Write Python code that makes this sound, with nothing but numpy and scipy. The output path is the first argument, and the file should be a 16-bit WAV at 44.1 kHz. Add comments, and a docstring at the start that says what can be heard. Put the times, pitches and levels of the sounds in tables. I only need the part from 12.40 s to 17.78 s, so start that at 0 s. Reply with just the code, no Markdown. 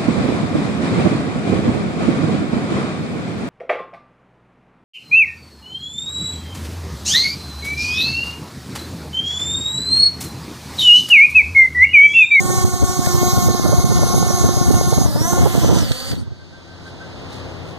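"""A beating buzz and whine hovers close by, dips, sinks and stops: a quadcopter lands by a camera on the
ground. Its four rotors are overtone stacks at slightly different speeds, with chopped noise for the air they
push. Downwash thumps the two microphone ports as rumbling noise and short pressure pulses; a chirp cuts
through, and the plastic frame ticks as decaying noise. Then faint traffic with a droning engine under hiss
rises in level, a bird pipes gliding sine notes, and shoes scuff the paving in short bumps of noise."""
import sys
import numpy as np
from scipy.fft import rfft, irfft, next_fast_len
from scipy.io import wavfile
from scipy.ndimage import uniform_filter1d, minimum_filter1d, map_coordinates

SR = 44100
rng = np.random.default_rng(int(sys.argv[2]) if len(sys.argv) > 2 else 0)


def pcm_store(signal):
    """Save signal as 16-bit PCM."""
    levels = np.round(np.clip(np.atleast_2d(signal), -1, 1) * 32767)
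    wavfile.write(sys.argv[1], SR, levels.astype(np.int16).T)


N = 237346
TIME = np.arange(N) / SR


def amp(db):
    """Decibels to gain."""
    return 10 ** (np.asarray(db) / 20)


def unit(x):
    """Scale to rms 1."""
    return x / np.sqrt(np.mean(x ** 2) + 1e-20)


def along(points, hz):
    """Read (frequency [Hz], value) points on a log frequency axis."""
    f, v = np.transpose(points)
    return np.interp(np.log(hz + 1e-3), np.log(f), v)


def curves(rows):
    """One value per sample for each column after the time; the end values are held."""
    s, *cols = np.transpose(rows)
    return [np.interp(TIME, s, c) for c in cols]


def wobble(rate):
    """A smooth random curve, rate knots a second."""
    return map_coordinates(rng.standard_normal(int(N * rate / SR) + 4), [TIME * rate])


def filtered(x, response):
    """x times a response of frequency."""
    size = next_fast_len(N + 8192)
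    spectrum = rfft(x, size) * response(np.fft.rfftfreq(size, 1 / SR))
    return irfft(spectrum, size)[..., :N]


def noise(spectrum):
    """Coloured noise of rms 1, unrelated between the two ports."""
    return unit(filtered(rng.standard_normal((2, N)), lambda hz: amp(along(spectrum, hz))))


def bell(s, width):
    """A smooth bump in time."""
    return np.exp(-.5 * np.minimum(((TIME - s) / width) ** 2, 100))


def tone(phase, spread):
    """A partial that reaches the two ports with a phase difference [radians]."""
    start = rng.uniform(0, 2 * np.pi)
    ports = [phase + start - spread / 2, phase + start + spread / 2]
    return np.sin(np.array(ports, dtype=np.float32))


# base blade-passing rate in hover, dip, recovery, descent, idling and braking: (time [s], rate [Hz])
THROTTLE_POINTS = [(0, 367.9), (.6, 367.2), (1.2, 362.6), (2.64, 364.4), (2.68, 301.1), (2.73, 278.3),
                   (2.78, 300.2), (2.83, 328.4), (2.89, 355.2), (2.96, 363.1), (3.385, 350.8),
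                   (3.45, 268.6), (3.53, 249.1), (3.6, 261.3), (3.72, 269.4), (3.92, 65.7)]
# rotors, the near one first: (hover speed [ratio], descent speed [ratio], part in rocking, part in tilting,
# part in turning, relative buzz level [dB], relative whine level [dB])
ROTOR_TRIMS = [(.99, .99, 0, 1, 0, .5, -12), (.979, .976, 1, .2, -.8, 1, 1.5),
               (.983, .945, .97, -.1, .8, -2.5, -3), (1.049, 1.057, -.9, .2, .8, -.5, -11)]
# how late each motor follows the throttle: (delay [s])
MOTOR_DELAYS = [0.00396, 0.00021, .014, .009]
# rocking to hold its place, one pair of rotors against the other: (time [s], share of speed [ratio])
ROCKING_POINTS = [(1.14, -0.0026), (1.22, -0.015), (1.33, 0.0075), (1.42, -0.014), (1.57, 0.035),
                  (1.68, -0.024), (1.8, .008), (2.02, -0.014), (2.14, 0.0017)]
# tilting towards the camera and back, mainly with the near rotor: (time [s], share of speed [ratio])
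TILTING_POINTS = [(0, -0.0045), (.18, 0.0092), (.3, -0.00013), (.55, 0.0099), (.77, -0.019), (.87, 0.0078),
                  (1.02, -0.008), (1.14, 0.0059), (1.25, -0.02), (1.43, .012), (1.56, -0.027),
                  (1.69, 0.0023), (1.98, .011), (2.3, -0.0067), (2.63, -0.0039), (2.72, 0.036),
                  (2.82, -0.0056), (3.02, -0.0014), (3.15, -0.025)]
# turning pulls the two loudest motors apart, so their whines beat; on the ground they idle unequally:
# (time [s], share of speed [ratio])
TURNING_POINTS = [(1.8, -0.0004), (2.0, 0.006), (2.2, 0.0081), (2.64, 0.0037), (2.8, 0.0019),
                  (2.95, 0.0072), (3.1, 0.0056), (3.25, -0.007), (3.52, -0.012), (3.62, -.03),
                  (3.72, -0.037)]
DESCENT_S, DESCENT_BLEND_S = 3.02, .15  # start and length of the shift to descent speeds
WANDER, WANDER_RATE = .0025, 9  # own corrections: share of speed, knots a second


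def rotor_rates(throttle_hz):
    """Each rotor's blade-passing rate: the throttle, followed a little late, trimmed and corrected all the time."""
    rocking, tilting, turning = [curves(p)[0] for p in (ROCKING_POINTS, TILTING_POINTS, TURNING_POINTS)]
    descent = np.clip((TIME - DESCENT_S) / DESCENT_BLEND_S, 0, 1)
    rates = []
    for (hover, sinking, rock, tilt, turn, _, _), late_s in zip(ROTOR_TRIMS, MOTOR_DELAYS):
        speed = hover + (sinking - hover) * descent
        speed = speed + rock * rocking + tilt * tilting + turn * turning
        speed = speed + WANDER * wobble(WANDER_RATE)
        rates.append(np.interp(TIME - late_s, TIME, throttle_hz) * speed)
    return rates


# how buzz, whine and hiss follow the rotors: (base level in hover [dB], slope [dB per octave of speed],
# part in the presence [ratio], fade after the power cut [dB/s])
BUZZ_RULE = (-34, 14, 1, 134)
WHINE_RULE = (-31.5, -1, 0.83, 403)
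HISS_RULE = (-30.5, 15, 1, 354)
# louder and softer as the drone drifts and turns: (time [s], level [dB])
PRESENCE_POINTS = [(0, -0.5), (.22, 2.5), (.28, -2.5), (.6, -2.5), (.78, 1), (1, 1), (1.22, -2.5),
                   (1.7, 0.5), (2.3, -0.5), (2.66, -0.5), (2.9, 4.5), (3.2, -2), (3.39, 0), (3.7, -1)]
# level of the air rush before the fade: (time [s], level [dB])
RUSH_POINTS = [(0, -43), (.22, -37), (.28, -41.5), (.76, -33.5), (1.2, -33), (1.7, -31.5), (2.62, -35),
               (2.98, -41), (3.18, -35), (3.39, -32), (3.5, -42.5)]
# the whine comes and goes as the drone tips and sinks: (time [s], relative level [dB])
WHINE_POINTS = [(0, -2), (1.85, -2.5), (2.03, 1), (2.15, -1.5), (2.65, -1.5), (2.71, -12), (2.81, 0.5),
                (2.9, 0), (3.02, -6.5), (3.12, -30), (3.24, -0.5), (3.4, -1.5), (3.47, -4), (3.58, -0.5)]
CUT_S = 3.72  # the motors lose power
SURGE_DB, SURGE_RATE = 0.46, 13  # small shared surges of thrust: depth, knots a second
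# just before the motors lose power, the buzz and hiss drop a little
DROP_S, DROP_FADE_S, BUZZ_DROP_DB, HISS_DROP_DB = 3.7, 0.024, 3.5, 2


def drone_levels(throttle_hz):
    """Buzz, whine, hiss and rush in dB: speed sets the first three, and all fade once the power is cut."""
    octaves = np.log2(throttle_hz / throttle_hz[0])
    presence_db = curves(PRESENCE_POINTS)[0] + SURGE_DB * wobble(SURGE_RATE)
    unpowered_s = np.maximum(TIME - CUT_S, 0)
    buzz, whine, hiss = [db + per_octave * octaves + part * presence_db - fade * unpowered_s
                         for db, per_octave, part, fade in (BUZZ_RULE, WHINE_RULE, HISS_RULE)]
    drop = np.clip((TIME - DROP_S) / DROP_FADE_S, 0, 1)
    rush = curves(RUSH_POINTS)[0] - HISS_RULE[-1] * unpowered_s
    whine = whine + curves(WHINE_POINTS)[0]
    return buzz - BUZZ_DROP_DB * drop, whine, hiss - HISS_DROP_DB * drop, rush


# high blade overtones, duller as the drone sinks: (time [s], relative level [dB])
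EDGE_POINTS = [(0, -2), (.7, 0.5), (2.6, 2.5), (2.72, 1.5), (3.0, -4.5), (3.3, -2), (3.55, -1)]
# phase of the buzz between the ports: (frequency [Hz], phase [radians])
BUZZ_PHASE = [(360, 0.59), (720, 1.04), (1080, 1.52), (1800, 2.29), (2170, 1.96), (2550, 7.2), (2900, 7.8),
              (3250, 1.54), (4000, 1.44), (4700, 2.64), (5100, 2.5), (5500, 1.86), (6400, 1.6)]
# phase of the whine between the ports: (frequency [Hz], phase [radians])
WHINE_PHASE = [(4700, 1.45), (6400, 1.54)]


def rotor(rate_hz, overtones, jitter=0.00139, hunting=4, flicker_db=1.2, edge_hz=2500,
          imbalance=0.15, whine_sway=0.12, slow_db=3, count=24):
    """One propeller and its motor: blade buzz, whine and the phase of the blades."""
    # the speed trembles more while the throttle is changing
    change = uniform_filter1d(np.abs(np.gradient(np.log(rate_hz))) * SR, size=2000)
    tremble = jitter * (1 + hunting * np.minimum(change, 2)) * wobble(90)
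    phase = 2 * np.pi * np.cumsum(rate_hz * (1 + tremble)) / SR
    # slower blades lose their high overtones
    fade_db = slow_db * (1 - rate_hz / rate_hz[0])
    # the low overtones follow only the negative part of the edge curve, and by half
    edge_db = curves(EDGE_POINTS)[0]
    hum_db = .5 * np.minimum(edge_db, 0)
    buzz = 0
    for k in range(1, count + 1):
        hz = k * rate_hz[0]
        level_db = along(overtones, k) - fade_db * np.log2(k) + (edge_db if hz > edge_hz else hum_db)
        # turbulent inflow loads the blades unevenly; the high overtones flicker most
        level_db = level_db + flicker_db * np.sqrt(k) * wobble(31.9)
        buzz = buzz + amp(level_db) * tone(k * phase, along(BUZZ_PHASE, hz))
    pulls = 18  # magnetic pulls of the motor per blade pass
    whine = amp(1.1 * wobble(24.8)) * tone(pulls * phase, along(WHINE_PHASE, pulls * rate_hz))
    # two unequal blades add sidebands at the shaft rate
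    sway = np.cos(phase / 2)
    return (1 + imbalance * sway) * buzz, (1 + whine_sway * sway) * whine, phase


# blade-pass overtones of the near, the two middle and the fastest rotor: (multiple, relative level [dB])
NEAR_OVERTONES = [(1, 1.5), (2, -3.5), (3, 4.5), (4, -5), (5, -8), (6, 0.5), (7, -27), (8, -15), (9, -11.5),
                  (10, -13), (11, -9.5), (12, -6.5), (13, -13), (14, -6), (15, -9), (17, -9.5), (19, -9),
                  (22, -24), (24, -30)]
FAR_OVERTONES = [(1, -8), (2, -1), (3, -7.5), (4, -6), (5, -2), (8, -7), (10, -15), (12, -18), (16, -10),
                 (20, -21.5), (30, -52)]
FAST_OVERTONES = [(1, -6), (2, 1), (3, -8.5), (4, -13), (5, -68), (8, -45), (10, -22), (16, -11), (20, -22),
                  (30, -59)]
# near rotor's buzz, which turns away as the drone sinks: (time [s], relative level [dB])
NEAR_POINTS = [(1.2, 1.5), (1.6, 0), (2.0, -0.5), (2.65, -1.5), (2.88, -1), (3.0, 1.5), (3.15, -2),
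               (3.35, -8), (3.45, -7)]
NEAR_DB_PER_OCTAVE = 3.5  # extra loss of the near buzz per octave of slowing
# colour of the air rush: (frequency [Hz], relative level [dB])
RUSH_COLOUR = [(150, -12), (500, -11), (1200, 13.5), (1700, 0.5), (2000, -31), (2750, -49), (3100, -2),
               (3600, 9.5), (4500, 15.5), (6000, 13), (7000, 3), (8500, -34), (10500, 9.5), (13000, -51)]
# colour of the blade hiss: (frequency [Hz], relative level [dB])
HISS_COLOUR = [(4000, -44), (6500, 3), (8000, 7.5), (10000, 1.5), (12000, -0.5), (14500, -7.5)]
# top treble of the hiss aimed at the camera: (time [s], relative level [dB])
SHEEN_POINTS = [(0, 6), (.8, 7.5), (1.3, -6), (1.8, -9), (2.65, -7), (2.9, -2), (3.15, -27), (3.7, 0)]
# air spilling over the paving once the drone is low: (frequency [Hz], relative level [dB])
SPILL_COLOUR = [(1200, -18), (1900, -7.5), (2500, -6), (3000, 0), (3600, -10.5), (5000, -18)]
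# strength of that spill: (time [s], level [dB])
SPILL_POINTS = [(2.7, -44), (3.05, -31), (3.35, -28.5), (3.55, -32.5), (3.72, -32.5), (3.8, -49),
                (4.0, -97)]
# lag of the ground echo: (time [s], lag [ms])
GROUND_LAG = [(0, 0.044), (.6, 0.045), (1.3, 0.062), (2.6, 0.063), (2.9, 0.053), (3.1, 0.058), (3.3, 0.049),
              (3.7, 0.045)]
# port balance, positive to the right: (frequency [Hz], level [dB])
LEAN_EQ = [(300, 1.5), (1200, -0.5), (3000, 0), (6000, 2), (9000, 2), (13000, 3)]


def drone(chop=0.12, echo=0.69):
    """Four rotors beat against each other; the blades chop the air that they push."""
    throttle_hz = curves(THROTTLE_POINTS)[0]
    buzz_level, whine_level, hiss_level, rush_level = drone_levels(throttle_hz)
    near_db = curves(NEAR_POINTS)[0] + NEAR_DB_PER_OCTAVE * np.log2(throttle_hz / throttle_hz[0])
    blades = (NEAR_OVERTONES, FAR_OVERTONES, FAR_OVERTONES, FAST_OVERTONES)
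    out, phases = np.zeros((2, N)), []
    for i, rate_hz in enumerate(rotor_rates(throttle_hz)):
        own_buzz_db, own_whine_db = ROTOR_TRIMS[i][-2:]
        buzz, whine, phase = rotor(rate_hz, blades[i])
        out += amp(buzz_level + own_buzz_db + (0 if i else near_db)) * buzz
        out += amp(whine_level + own_whine_db) * whine
        phases.append(phase)
    chopping = unit(1 + chop * (np.cos(phases[0]) + np.cos(phases[1])))
    # the highest treble is beamed, so it changes with the drone's angle
    hiss = noise(HISS_COLOUR)
    treble = filtered(hiss, lambda hz: 1 / (1 + (11800 / (hz + 1)) ** 12))
    hiss += (amp(curves(SHEEN_POINTS)[0]) - 1) * treble
    air = amp(rush_level) * noise(RUSH_COLOUR)
    air += amp(hiss_level + 1.33 * wobble(24.19)) * hiss
    air += amp(curves(SPILL_POINTS)[0]) * noise(SPILL_COLOUR)
    air *= chopping
    # the paving right under the camera adds an echo that combs the treble as the drone moves
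    lag_s = curves(GROUND_LAG)[0] / 1000
    air += echo * np.array([map_coordinates(port, [(TIME - lag_s) * SR]) for port in air])
    return filtered(out + air, lambda hz: amp(np.outer([-1, 1], along(LEAN_EQ, hz))))


# strength of the downwash at the ports: (time [s], relative level [dB])
WASH_POINTS = [(0, -14.5), (.55, -19.5), (1, -9.5), (1.3, -11), (1.6, -9.5), (1.9, -13.5), (2.55, -9.5),
               (2.8, -17), (3, -6.5), (3.12, -14), (3.28, -5), (3.5, -18), (3.6, -35.5), (3.73, -17.5),
               (3.92, -31), (4.2, -49)]
# colour of the rumble, also inside the eddies: (frequency [Hz], relative level [dB])
RUMBLE_COLOUR = [(20, -57), (40, -10), (70, -1.5), (110, 3.5), (200, 3), (350, -4), (600, -10.5),
                 (1000, -18), (1600, -24.5), (2500, -44), (5000, -60)]


def downwash(wash_db=-17, lumps_db=4.5, gust_db=2.5):
    """Lumpy turbulence rumbles on each port between the strong eddies."""
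    flow_db = curves(WASH_POINTS)[0] + gust_db * wobble(10.22)
    lumps = amp(lumps_db * np.array([wobble(70), wobble(70)]))
    churn = unit(noise(RUMBLE_COLOUR) * lumps)
    # slow air makes only large, dull eddies
    dull = filtered(churn, lambda hz: 1 / (1 + (hz / 260) ** 4))
    brisk = np.clip((flow_db + 29.5) / 14, 0, 1)
    return amp(flow_db + wash_db) * (dull + brisk * (churn - dull))


def distant(x, apart):
    """Far sound reaches both ports alike in the bass; apart sets their difference."""
    difference = filtered(x[1], lambda hz: amp(along(apart, hz)))
    return np.array([x[0] + difference, x[0] - difference])


# faint street; its level rises after the drone is still: (time [s], relative traffic [dB], relative hiss [dB])
STREET_POINTS = [(3.95, -50, -49.5), (4.4, -42.5, -45), (5, -34.5, -41), (5.38, -36, -46)]
# colour of the traffic: (frequency [Hz], relative level [dB])
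TRAFFIC_COLOUR = [(25, -24), (55, -3), (90, -1), (160, 0), (220, -4.5), (400, -4), (650, -5), (1000, -9),
                  (1400, -12), (2000, -9.5), (2800, -3.5), (5000, -46.5)]
# colour of the light hiss: (frequency [Hz], relative level [dB])
AIR_COLOUR = [(1500, -4), (2700, 4.5), (3700, -0.5), (4900, 0.5), (5400, -5.5), (6200, -16.5), (6430, -4),
              (6650, -14), (8000, -21), (11000, -35), (14500, -49)]
# partials of the far engine drone: (centre frequency [Hz], relative level [dB])
ENGINE_PARTIALS = [(89, -0.5), (124, -4), (168, -6), (268, -5), (340, -8)]


def street(traffic_db=-1, engine_db=-6, air_db=0, left_db=0.67):
    """Far traffic is coloured noise with one engine of wavering sines, under a light hiss."""
    traffic_level, air_level = curves(STREET_POINTS)
    engine = 0
    for hz, db in ENGINE_PARTIALS:
        level = amp(db + 2.3 * wobble(6.1))
        phase = 2 * np.pi * np.cumsum(hz * (1 + 0.0147 * wobble(14))) / SR
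        engine = engine + level * np.sin(phase)
    apart = [(80, -29.0), (200, -10.0), (400, -6.5), (900, 4.5), (1500, -1.5)]  # (frequency [Hz], level [dB])
    roar = distant(noise(TRAFFIC_COLOUR), apart)
    low = amp(traffic_level) * (amp(traffic_db) * roar + amp(engine_db) * engine)
    hiss = amp(air_level + air_db) * noise(AIR_COLOUR) * amp([[1], [2.5]])
    return low * amp([[left_db], [-left_db]]) + hiss


def push(t, span):
    """Pressure of one eddy passing a port at t = 0: a suction between two humps."""
    return ((t / span) ** 2 - 1) * np.exp(-.5 * np.minimum((t / span) ** 2, 100))


def burst(x, t, length):
    """A short piece of turbulence around t = 0, with rms 1 at its height."""
    envelope = np.exp(-np.minimum((2 * t / length) ** 2, 100))
    return x * envelope * np.sqrt(np.sum(envelope ** 2) / np.sum((x * envelope) ** 2))


# strongest eddies that strike a port: (time [s], length [s], relative rumble [dB], relative flutter [dB])
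EDDY_HITS = [(0.025, 0.023, -38, -38.5), (0.104, 0.013, -26.5, -24.5), (0.144, 0.015, -25, -30),
             (0.249, 0.014, -10, -29), (0.342, 0.033, -31, -36), (0.434, 0.027, -14.5, -22),
             (0.498, 0.012, -24, -34), (0.594, 0.011, -22, -47), (0.672, 0.01, -15, -18),
             (0.751, 0.027, -22, -24.5), (0.832, 0.012, -16, -20), (0.878, 0.018, -24, -30),
             (0.934, 0.014, -23, -36), (0.978, 0.022, -16.5, -22), (1.088, 0.017, -21, -15.5),
             (1.147, 0.011, -15, -24), (1.197, 0.012, -27, -19), (1.262, 0.022, -24, -18),
             (1.295, 0.024, -21.5, -20), (1.332, 0.022, -25, -15.5), (1.39, 0.027, -17, -23),
             (1.445, 0.014, -14, -21), (1.517, 0.024, -22, -21), (1.593, 0.018, -23.5, -21),
             (1.634, 0.02, -21, -17), (1.668, 0.018, -30, -24), (1.707, 0.012, -26, -23),
             (1.744, 0.018, -20, -15), (1.781, 0.0089, -17, -19.5), (1.828, 0.01, -33, -22),
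             (1.868, 0.01, -31, -19.5), (1.909, 0.013, -33, -20.5), (2.044, 0.02, -14.5, -16.5),
             (2.09, 0.015, -23, -21.5), (2.173, 0.024, -25, -23), (2.216, 0.014, -16.5, -44),
             (2.274, 0.036, -25.5, -31), (2.309, 0.012, -12, -22), (2.342, 0.018, -24, -23),
             (2.412, 0.0079, -31, -12), (2.531, 0.016, -21, -16), (2.581, 0.011, -14, -16),
             (2.617, 0.017, -20, -24), (2.659, 0.018, -17, -22), (2.761, 0.02, -19, -24.5),
             (2.818, 0.015, -19, -23), (2.932, 0.016, -19, -15.5), (2.981, 0.023, -20.5, -19),
             (3.033, 0.022, -14, -22), (3.065, 0.018, -21.5, -10.5), (3.153, 0.019, -25, -19.5),
             (3.178, 0.026, -31, -23), (3.246, 0.024, -32, -17), (3.299, 0.024, -23, -16),
             (3.326, 0.027, -26, -18), (3.362, 0.032, -27, -20.5), (3.427, 0.018, -21.5, -35),
             (3.511, 0.014, -19, -29)]
# last slow swirls of air as the blades stop: (time [s], relative level [dB])
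SWIRL_HITS = [(3.714, -14), (3.732, -17), (3.772, -23), (3.796, -29), (3.823, -20), (3.875, -20.5),
              (3.921, -20.5)]
# colour of a fast eddy tearing at a port: (frequency [Hz], relative level [dB])
FLUTTER_COLOUR = [(60, -22.5), (150, -5), (350, 4), (600, 2), (1000, -4.5), (1600, -14), (2500, -59),
                  (5000, -55)]


def eddies(push_db=3, rumble_db=-1, snap_db=7.5, flutter_db=-1, spill=0.24, push_share=0.099,
           snap_width=0.00041, swirl_db=-14.0, swirl_width=0.0024, swirl_rumble_db=-16, swirl_length_s=0.025):
    """Each eddy strikes one port with a push and a snap, in a burst of rumble and flutter; long ones push slowly."""
    out, rumble, flutter = np.zeros((2, N)), noise(RUMBLE_COLOUR), noise(FLUTTER_COLOUR)
    for (s, length, low_db, high_db), side in zip(EDDY_HITS, rng.random(len(EDDY_HITS))):
        port, near = int(side > .5), np.abs(TIME - s) < 2 * length
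        t = TIME[near] - s
        out[port, near] += amp(low_db + push_db) * push(t, push_share * length)
        out[port, near] += amp(low_db + rumble_db) * burst(rumble[port, near], t, length)
        out[port, near] += amp(high_db + flutter_db) * burst(flutter[port, near], t, length)
        snap = amp(high_db + snap_db) * push(t, snap_width)
        out[port, near] += snap
        # part of the snap carries over to the other port
        out[1 - port, near] += spill * snap
    for (s, db), side in zip(SWIRL_HITS, rng.random(len(SWIRL_HITS))):
        port, t = int(side > .5), TIME - s
        out[port] += amp(db + swirl_db) * push(t, swirl_width)
        out[port] += amp(db + swirl_rumble_db) * burst(rumble[port], t, swirl_length_s)
    return out


def chirp(at_s=0.65, length_s=0.028, pitch_hz=1730, rise_hz_per_s=9000, db=-34):
    """One brief sine of rising pitch cuts through the hover."""
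    t = np.clip(TIME - at_s, -4 * length_s, 4 * length_s)
    phase = 2 * np.pi * (pitch_hz * t + .5 * rise_hz_per_s * t ** 2)
    return amp(db) * bell(at_s, length_s / 2) * tone(phase, 0.66)


# short dry ticks of the plastic frame, one in the hover and the rest around the landing:
# (time [s], relative level [dB])
TICK_HITS = [(.661, -12), (3.3854, -12), (3.5175, -9.5), (3.603, -16.5), (3.7151, -18), (3.754, -25)]


def frame_and_brakes(tick_db=-6.0, t60=0.034, squeak_hz=4480, squeak_db=-36, coast_db=-54, brake_s=3.789,
                     squeak_width=0.01, rasp_db=-44, rasp_width=0.022):
    """The plastic frame ticks; the motors squeak and rasp as they brake and sing faintly while they coast."""
    blows = sum(amp(db + tick_db - 60 * np.abs(TIME - s) / t60) * (TIME >= s) for s, db in TICK_HITS)
    # noise colours: (frequency [Hz], relative level [dB])
    plastic = noise([(300, -50), (1500, 4), (4000, 3.0), (7000, -8.5), (14000, -27)])
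    grind = noise([(600, -21), (1300, 3), (3000, -12), (4600, -1), (6500, -11), (9000, -10), (14000, -39)])
    rasp = amp(rasp_db) * bell(brake_s + rasp_width / 2, rasp_width) * grind
    squeak = tone(2 * np.pi * np.cumsum(squeak_hz * (1 + 0.0171 * wobble(400))) / SR, 0.47)
    squeak_level = amp(squeak_db) * bell(brake_s, squeak_width) + amp(coast_db) * bell(3.99, 0.12)
    return blows * plastic + rasp + squeak_level * squeak


# piped notes: (time [s], length [s], relative level [dB])
BIRD_NOTES = [(3.854, 0.054, -53), (3.933, 0.047, -55), (4.016, 0.047, -50), (4.163, .07, -46),
              (4.312, 0.072, -45.5), (4.471, 0.033, -39.5), (4.63, 0.047, -39.5)]


def bird(top_hz=1562, droop_hz=45, linger_db=-13, linger_s=0.051):
    """A run of slightly arched piping notes from far away, lingering between the house walls."""
    arch = sum(bell(s, length / 2) for s, length, db in BIRD_NOTES)
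    held = sum(amp(db) / (1 + ((TIME - s) / (length / 2)) ** 6) for s, length, db in BIRD_NOTES)
    echoes = sum(amp(db + linger_db) * bell(s + length, linger_s) for s, length, db in BIRD_NOTES)
    pitch_hz = top_hz - droop_hz * (1 - arch) + 11 * wobble(140)
    piping = tone(2 * np.pi * np.cumsum(pitch_hz) / SR, 1.4)
    return amp(1.8 * wobble(70)) * (held + echoes) * piping


# shoe scuffs: (time [s], relative level [dB])
SCUFF_HITS = [(4.47, -49), (4.78, -63), (4.95, -43), (5.30, -46)]
# colour of the grit: (frequency [Hz], relative level [dB])
SCUFF_COLOUR = [(1500, -22), (3500, 11), (5000, 4), (8000, -7), (14000, -20)]


def footsteps(width=0.033):
    """Soles drag briefly over grit: bumps of coloured noise with a rough level."""
    drags = sum(amp(db) * bell(s, width) for s, db in SCUFF_HITS)
    return drags * noise(SCUFF_COLOUR) * amp(2.8 * wobble(300))


def scene():
    """Everything that reaches the two ports."""
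    wind = (downwash() + eddies()) * amp([[-1.5], [1.5]])
    return drone() + wind + street() + chirp() + frame_and_brakes() + bird() + footsteps()


def limited(x, ceiling=0.93):
    """A look-ahead limiter ducks everything briefly around the largest thumps."""
    needed = np.minimum(1, ceiling / (np.abs(x).max(axis=0) + 1e-9))
    held = minimum_filter1d(needed, size=201)
    return x * uniform_filter1d(uniform_filter1d(held, size=101), size=101)


# stereo shaping on the sum of the ports: (frequency [Hz], level [dB])
MID_EQ = [(1400, 3), (1800, -4.5), (2100, -9.5), (2450, -36), (2800, -19.5), (3300, -2.5), (3800, 2.5),
          (5000, -5.5), (6400, 3.5), (7600, -1.5), (9200, 7), (10100, 0.5), (11000, 3.5)]
# stereo shaping on the difference of the ports: (frequency [Hz], level [dB])
SIDE_EQ = [(22, -42), (60, 21), (110, 18), (200, 12.5), (380, 8), (700, -1.5), (950, -9), (1220, -20),
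           (1550, -3.5), (2300, -4.5), (3000, -8.5), (3700, -7.5), (4600, -0.5), (6400, -4.5), (7500, 4),
           (14000, 3)]
TOP_HZ = 14250  # the sound stays below this


def record(dry):
    """The stereo sum and difference are shaped, the peaks are limited, and the sound stays below TOP_HZ."""
    mid = filtered((dry[0] + dry[1]) / 2, lambda hz: amp(along(MID_EQ, hz)))
    side = filtered((dry[0] - dry[1]) / 2, lambda hz: amp(along(SIDE_EQ, hz)))
    stereo = limited(np.array([mid + side, mid - side]))
    return filtered(stereo, lambda hz: hz < TOP_HZ)


dry = scene()
out = record(dry)
pcm_store(out)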